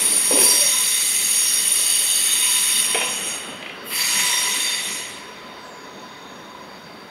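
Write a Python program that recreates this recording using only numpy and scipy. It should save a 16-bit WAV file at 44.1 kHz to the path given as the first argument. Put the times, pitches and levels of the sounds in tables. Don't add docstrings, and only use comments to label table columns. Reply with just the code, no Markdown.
import sys
import numpy as np
from scipy import signal
from scipy.fft import rfft, irfft
from scipy.io import wavfile
from scipy.ndimage import uniform_filter1d

SR = 44100
rng = np.random.default_rng(int(sys.argv[2]) if len(sys.argv) > 2 else 0)


def wav_record(signal):
    frames = np.transpose(np.atleast_2d(signal))
    bounded = np.clip(frames, -1, 1)
    quanta = np.round(bounded * 32767).astype(np.int16)
    wavfile.write(sys.argv[1], SR, quanta)


N = 313110
TIME = np.arange(N) / SR

# [start t/s, end t/s, easing off from start to end/dB (negative swells),
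# rasp level/dB, hiss level/dB, fizz level/dB, ring level/dB, top ring level/dB, shriek level/dB]
FLANGE_CONTACTS = [(-0.3, 0.42, -1, -30.5, -36.5, -34.5, -28.5, -28.5, -17.5),
                   (0.33, 0.44, -5, -32.5, -30, -29.5, -24, -18, -41),
                   (0.40, 2.797, 0, -30.5, -38, -33, -25.5, -29, -21.5),
                   (2.15, 3.305, 3, -31, -66, -55.5, -31, -29, -30),
                   (3.81, 3.93, -12.5, -32.5, -55, -39, -50, -50, -40),
                   (3.874, 4.65, 9, -27.5, -38.5, -39, -25.5, -31, -31),
                   (4.05, 4.967, 6, -29, -41, -65, -29.5, -29.5, -32.5)]
# [f/Hz, t60/s]
RELEASE_TIMES = [(2000, 1.93), (5500, 1), (9500, 0.77), (14000, .85)]
GRIND_CENTRES = [2770, 6000, 13350]
# [f/Hz, level per Hz/dB]
GRIND_TINT = [(600, -61), (1300, -40), (1620, -45.5), (1850, -33), (3100, -34.5), (4200, -35), (6100, -33),
              (7300, -32), (8200, -41), (8700, -27), (10500, -27), (12200, -29), (13500, -37), (15700, -45)]
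# [f/Hz, width/Hz, level relative to the drive/dB]
WHEEL_MODES = [(392.2, 8.3, -11), (574.3, 20, -14), (1009.3, 50, -2.5), (2007, 100, 7), (2920, 250, -10),
               (3684, 140.4, -7.5), (4655, 181, -7), (5657, 170, -7.5), (6644, 147, -4), (7590, 160, -12),
               (8650, 200, -6.5), (10450, 210, -7), (11370, 210, -12.5), (12350, 130, -20),
               (13000, 100, -26), (13965, 30, -26), (15080, 31, -47.5)]
RING_ZONES = [1950, 2905, 6900, 8400]
# [f/Hz, level/dB]
ROLLING_DRIVE = [(1000, -47), (2000, -62), (3650, -43), (4660, -46.5), (5650, -51.5), (6600, -59),
                 (7600, -68), (8600, -83)]
# [f/Hz, width/Hz, relative level/dB]
SHRIEK_MODES = [(9418, 8.6, -7), (9476, 20, -5), (9570, 195, -3), (9630, 25, -9), (9750, 25, -13)]
# [peak t/s, time from peak to half amplitude t/s, f/Hz, level/dB]
SQUEAL_EVENTS = [(0.394, .04, 382, -28.5), (0.45, 0.166, 988, -35), (0.483, 0.153, 9450, -22.5),
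                 (0.517, 0.1, 4653, -23.5), (0.559, 0.25, 5663, -24), (0.625, 0.066, 574, -34.5),
                 (0.784, 0.12, 1015, -38.5), (.9, 0.43, 2060, -37.5), (1.05, 0.55, 6620, -31.5),
                 (1.472, 0.14, 5630, -28), (2.2, 0.36, 6540, -30.5), (2.415, 0.84, 2949, -32),
                 (2.5, 0.55, 3645, -33), (2.525, .2, 994, -40.5), (2.92, .25, 5650, -34.5),
                 (2.993, 0.13, 1000, -36), (3.3, 0.046, 6660, -30.5), (3.929, 0.057, 2900, -38),
                 (4.037, 0.071, 4656, -25), (4.25, 0.11, 7670, -34), (4.313, 0.22, 5650, -29.5),
                 (4.335, 0.28, 991.5, -34), (4.337, 0.099, 3650, -28.5), (4.462, 0.35, 1993, -32),
                 (4.696, 0.088, 4650, -31), (4.707, 0.15, 3630, -30), (5.795, 1, 1003, -47.5),
                 (6.202, 0.55, 6650, -56), (6.56, 0.071, 1000, -44), (6.85, 0.26, 4664, -51)]
# [t/s, level/dB]
ROLLING_LEVEL = [(0.0, -36), (0.25, -39), (0.5, -38), (0.97, -45.5), (1.72, -41.5), (2.65, -45),
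                 (3.05, -38), (3.7, -39.5), (4.4, -41.5), (7.1, -43)]
# [f/Hz, level per Hz/dB]
RUMBLE_TINT = [(25, -54.5), (50, -44), (80, -36.5), (115, -37.5), (200, -24), (310, -27.5), (420, -26),
               (750, -30), (1250, -31.5), (1700, -32.5), (2500, -38), (4200, -46), (7800, -71.5),
               (9400, -54.5), (15000, -77)]
# [t/s, thud level/dB, thud f/Hz, clack level/dB]
JOINT_BLOWS = [(.309, -16, 490, -42), (.322, -21, 420, -27), (.336, -18.5, 290, -35),
               (0.356, -22.5, 576, -42), (.372, -19, 528, -29), (0.387, -23, 407, -21.5),
               (0.412, -26, 390, -23.5), (0.429, -24, 407, -24.5), (.534, -32, 312, -49),
               (2.946, -21, 457, -17.5), (2.955, -20, 727, -24), (2.968, -31, 650, -29),
               (2.987, -32, 800, -22), (3.014, -29, 800, -18.5), (3.026, -34, 595, -25),
               (3.05, -43, 498, -32), (3.486, -33.5, 252, -55), (3.626, -52, 520, -29.5),
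               (3.660, -42, 511, -29), (3.695, -48, 530, -30.5)]
# [f/Hz, width/Hz, relative level/dB]
THUD_MODES = [(269, 22, -2), (390, 13, -4), (543, 110, 5), (895, 350, 1.5)]
# [f/Hz, width/Hz, relative level/dB]
CLACK_MODES = [(2020, 550, 0.5), (2470, 85, 0.5), (2714, 29, -2.5), (2950, 540, -2.5), (3200, 45, -5)]
# [t/s, level/dB, time constant of the fall t/s]
RAIL_CHIRPS = [(3.829, -57, 0.044), (5.56, -57, .15), (5.598, -55, 0.16)]

GRIND_RISE_S, RING_RISE_S = 0.064, 0.18
FIRST_HZ, LAG_S = 14600, 0.045
LOW_MODES_DB = -26
DRIFT_DB, DRIFT_HZ = 0.9, 2.4
AWAY_S, AWAY_DB_PER_S = 6, 3
LINE_WIDTH_HZ, BLUR_WIDTH_SHARE, BLUR_DB = 16.4, 0.7, 1
CLACK_TOP_HZ = 4140
FLOOR_DB, EDGE_HZ = -59, 15750


def gain_of(db):
    return 10 ** (np.asarray(db) / 20)


def evened(x):
    return x / np.sqrt(np.mean(x ** 2) + 1e-20)


def read(points, hz):
    f, value = np.transpose(points)
    return np.interp(np.log(hz + 1), np.log(f + 1), value)


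def add(mix, s, sound):
    part = mix[max(round(s * SR), 0):][:len(sound)]
    part += sound[:len(part)]


def wander(rate_hz):
    control_rate, size = 500, 4096
    hz = np.fft.rfftfreq(size, 1 / control_rate)
    spectrum = rfft(rng.standard_normal(size)) / (1 + (hz / rate_hz) ** 2)
    slow = irfft(spectrum)
    return evened(np.interp(TIME, np.arange(size) / control_rate, slow))


def resonate(x, hz, width):
    for band in (width, 8 * width):
        b, a = signal.iirpeak(min(hz, SR / 2 - 1), hz / min(band, SR / 8), SR)
        x = signal.lfilter(b, a, x)
    return x


def noise(field_db, patchy_db, flicker_db, size):
    hop = size // 4
    t = np.arange(N // hop + 5) * hop / SR
    hz = np.fft.rfftfreq(size, 1 / SR)
    real, imaginary, patches = rng.standard_normal((3, len(t), len(hz)))
    patches = uniform_filter1d(patches, size=10, axis=0)
    patches = evened(uniform_filter1d(patches, size=7, axis=1))
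    flicker = evened(uniform_filter1d(rng.standard_normal((len(t), 1)), size=4, axis=0))
    level_db = field_db(t, hz) + patchy_db * patches + flicker_db * flicker
    frames = (real + 1j * imaginary) * gain_of(level_db)
    sound = signal.istft(frames.T, nperseg=size, noverlap=size - hop)[1][:N]
    return sound * np.sqrt(SR / size)


def pressed(t, hz, start, end, easing_db, rise_s):
    arrival = start + LAG_S * (np.sqrt(FIRST_HZ / np.maximum(hz, 3000)) - 1)
    attack = np.clip((t - arrival) / rise_s, 0, 1) ** 2
    hold_db = easing_db * np.interp(t, [start, end], [0.5, -0.5])
    release_db = -60 * np.maximum(t - end, 0) / read(RELEASE_TIMES, hz)
    return attack * gain_of(hold_db + release_db)


def grinding():
    def field_db(t, hz):
        power = 0
        for start, end, easing_db, rasp_db, hiss_db, fizz_db, *_ in FLANGE_CONTACTS:
            scrape_db = np.interp(hz, GRIND_CENTRES, [rasp_db, hiss_db, fizz_db])
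            pressure = pressed(t[:, None], hz, start, end, easing_db, GRIND_RISE_S)
            power = power + (gain_of(scrape_db) * pressure) ** 2
        return 10 * np.log10(power + 1e-20) + read(GRIND_TINT, hz)
    return noise(field_db, patchy_db=1.46, flicker_db=0.5, size=512)


def rubbed(hz, width, flutter_db):
    tone = resonate(rng.standard_normal(N), hz, width)
    swing = np.sqrt(abs(uniform_filter1d(tone ** 2, size=3000)) + 1e-20)
    return evened(tone / swing * gain_of(flutter_db * wander(rate_hz=6.3)))


def wheel_voice(hz, width):
    nearest = np.zeros(N)
    for side in (-1, 0, 1):
        line = rubbed(hz + side * 0.441 * width, 0.051 * width, flutter_db=3.5)
        nearest += gain_of(-5 * abs(side)) * line
    blur = rubbed(hz, width, flutter_db=2.0)
    return evened(blur + gain_of(-4.5) * evened(nearest))


def wheels():
    t, out = TIME[::100], np.zeros(N)
    away_db = -AWAY_DB_PER_S * np.maximum(t - AWAY_S, 0)
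    for hz, width, db in WHEEL_MODES:
        power = gain_of(read(ROLLING_DRIVE, hz) + away_db) ** 2
        for start, end, easing_db, *_, ring_db, top_db, _ in FLANGE_CONTACTS:
            zone_levels = [ring_db + LOW_MODES_DB, ring_db, ring_db, top_db]
            drive = gain_of(np.interp(hz, RING_ZONES, zone_levels))
            power += (drive * pressed(t, hz, start, end, easing_db, RING_RISE_S)) ** 2
        envelope = np.interp(TIME, t, np.sqrt(power))
        drift_db = DRIFT_DB * wander(rate_hz=DRIFT_HZ)
        out += gain_of(db + drift_db) * envelope * wheel_voice(hz, width)
    return out


def shriek():
    cluster = sum(gain_of(db) * rubbed(hz, width, flutter_db=3.0) for hz, width, db in SHRIEK_MODES)
    lowest_hz = SHRIEK_MODES[0][0]
    power = np.zeros(N)
    for start, end, easing_db, *_, db in FLANGE_CONTACTS:
        power += (gain_of(db) * pressed(TIME, lowest_hz, start, end, easing_db, RING_RISE_S)) ** 2
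    return np.sqrt(power) * evened(cluster)


def squeals():
    out, widths = np.zeros(N), np.array(WHEEL_MODES)[:, :2]
    for s, half_length, hz, db in SQUEAL_EVENTS:
        line = rubbed(hz, LINE_WIDTH_HZ, flutter_db=1.1)
        blur_width = BLUR_WIDTH_SHARE * read(widths, hz)
        blur = evened(resonate(rng.standard_normal(N), hz, blur_width))
        voice = evened(line + gain_of(BLUR_DB) * blur)
        swell = np.exp2(-((TIME - s) / half_length) ** 2)
        out += gain_of(db) * swell * voice
    return out


def rolling():
    def field_db(t, hz):
        s, course_db = np.transpose(ROLLING_LEVEL)
        level_db = np.interp(t, s, course_db)[:, None]
        steadiness = np.interp(hz, [70, 220], [0.8, 0])
        steadied_db = level_db + steadiness * (level_db.mean() - level_db)
        return steadied_db + read(RUMBLE_TINT, hz)
    return noise(field_db, patchy_db=1.5, flicker_db=0.5, size=2048)


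def bump(hz, cycles=1.48):
    turns = hz * np.arange(SR // 4) / SR
    swell = turns / cycles * np.exp(1 - turns / cycles)
    return np.sqrt(2) * swell * np.sin(2 * np.pi * turns)


def blow(modes, contact_s):
    t = np.arange(SR // 4) / SR
    forces = rng.standard_normal((len(modes), len(t))) * np.exp(-t / contact_s)
    ring = np.zeros(len(t))
    for force, (hz, width, db) in zip(forces, modes):
        ring += gain_of(db) * evened(resonate(force, hz, width))
    return ring / np.sqrt(uniform_filter1d(ring ** 2, size=220).max())


def joints():
    out = np.zeros(N)
    b, a = signal.butter(2, CLACK_TOP_HZ, fs=SR)
    for s, thud_db, thud_hz, clack_db in JOINT_BLOWS:
        thud = 0.8 * bump(thud_hz) + 0.4 * blow(THUD_MODES, contact_s=0.005)
        clack = signal.lfilter(b, a, blow(CLACK_MODES, contact_s=0.0047))
        add(out, s, gain_of(thud_db) * thud + gain_of(clack_db) * clack)
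    return out


def yard(x, t60=0.5):
    t = np.arange(SR) / SR
    scattered = rng.standard_normal(SR) * (rng.random(SR) < 2000 / SR)
    taps = scattered * (t > 0.012) * gain_of(-60 * t / t60)
    return signal.fftconvolve(x, taps / np.linalg.norm(taps))[:N]


def chirps(start_hz=8750, rest_hz=6270):
    out = np.zeros(N)
    for s, db, fall_s in RAIL_CHIRPS:
        age = np.arange(0, 3 * fall_s, 1 / SR) / fall_s
        pitch_hz = rest_hz + (start_hz - rest_hz) * np.exp(-age)
        turns = np.cumsum(pitch_hz) / SR
        swell = age * np.exp(1 - age) * signal.windows.tukey(len(age), 0.2)
        blur = 1.6 * wander(rate_hz=43)[:len(age)]
        add(out, s, gain_of(db) * swell * np.sin(2 * np.pi * turns + blur))
    return out


def floor():
    return gain_of(FLOOR_DB) * rng.standard_normal(N)


def scene():
    knocks = joints()
    flanges = grinding() + wheels() + shriek() + squeals()
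    track = rolling() + knocks + gain_of(-3) * yard(knocks) + chirps()
    mix = flanges + track + floor()
    return np.array([mix, mix])


def record(dry):
    thinned = signal.lfilter(*signal.butter(2, 40, "high", fs=SR), dry)
    notched = signal.lfilter(*signal.iirnotch(7850, 55, SR), thinned)
    band_limit = signal.firwin(1023, EDGE_HZ, window=("kaiser", 9), fs=SR)
    return signal.oaconvolve(notched, band_limit[None], "same")


dry = scene()
out = record(dry)
wav_record(out)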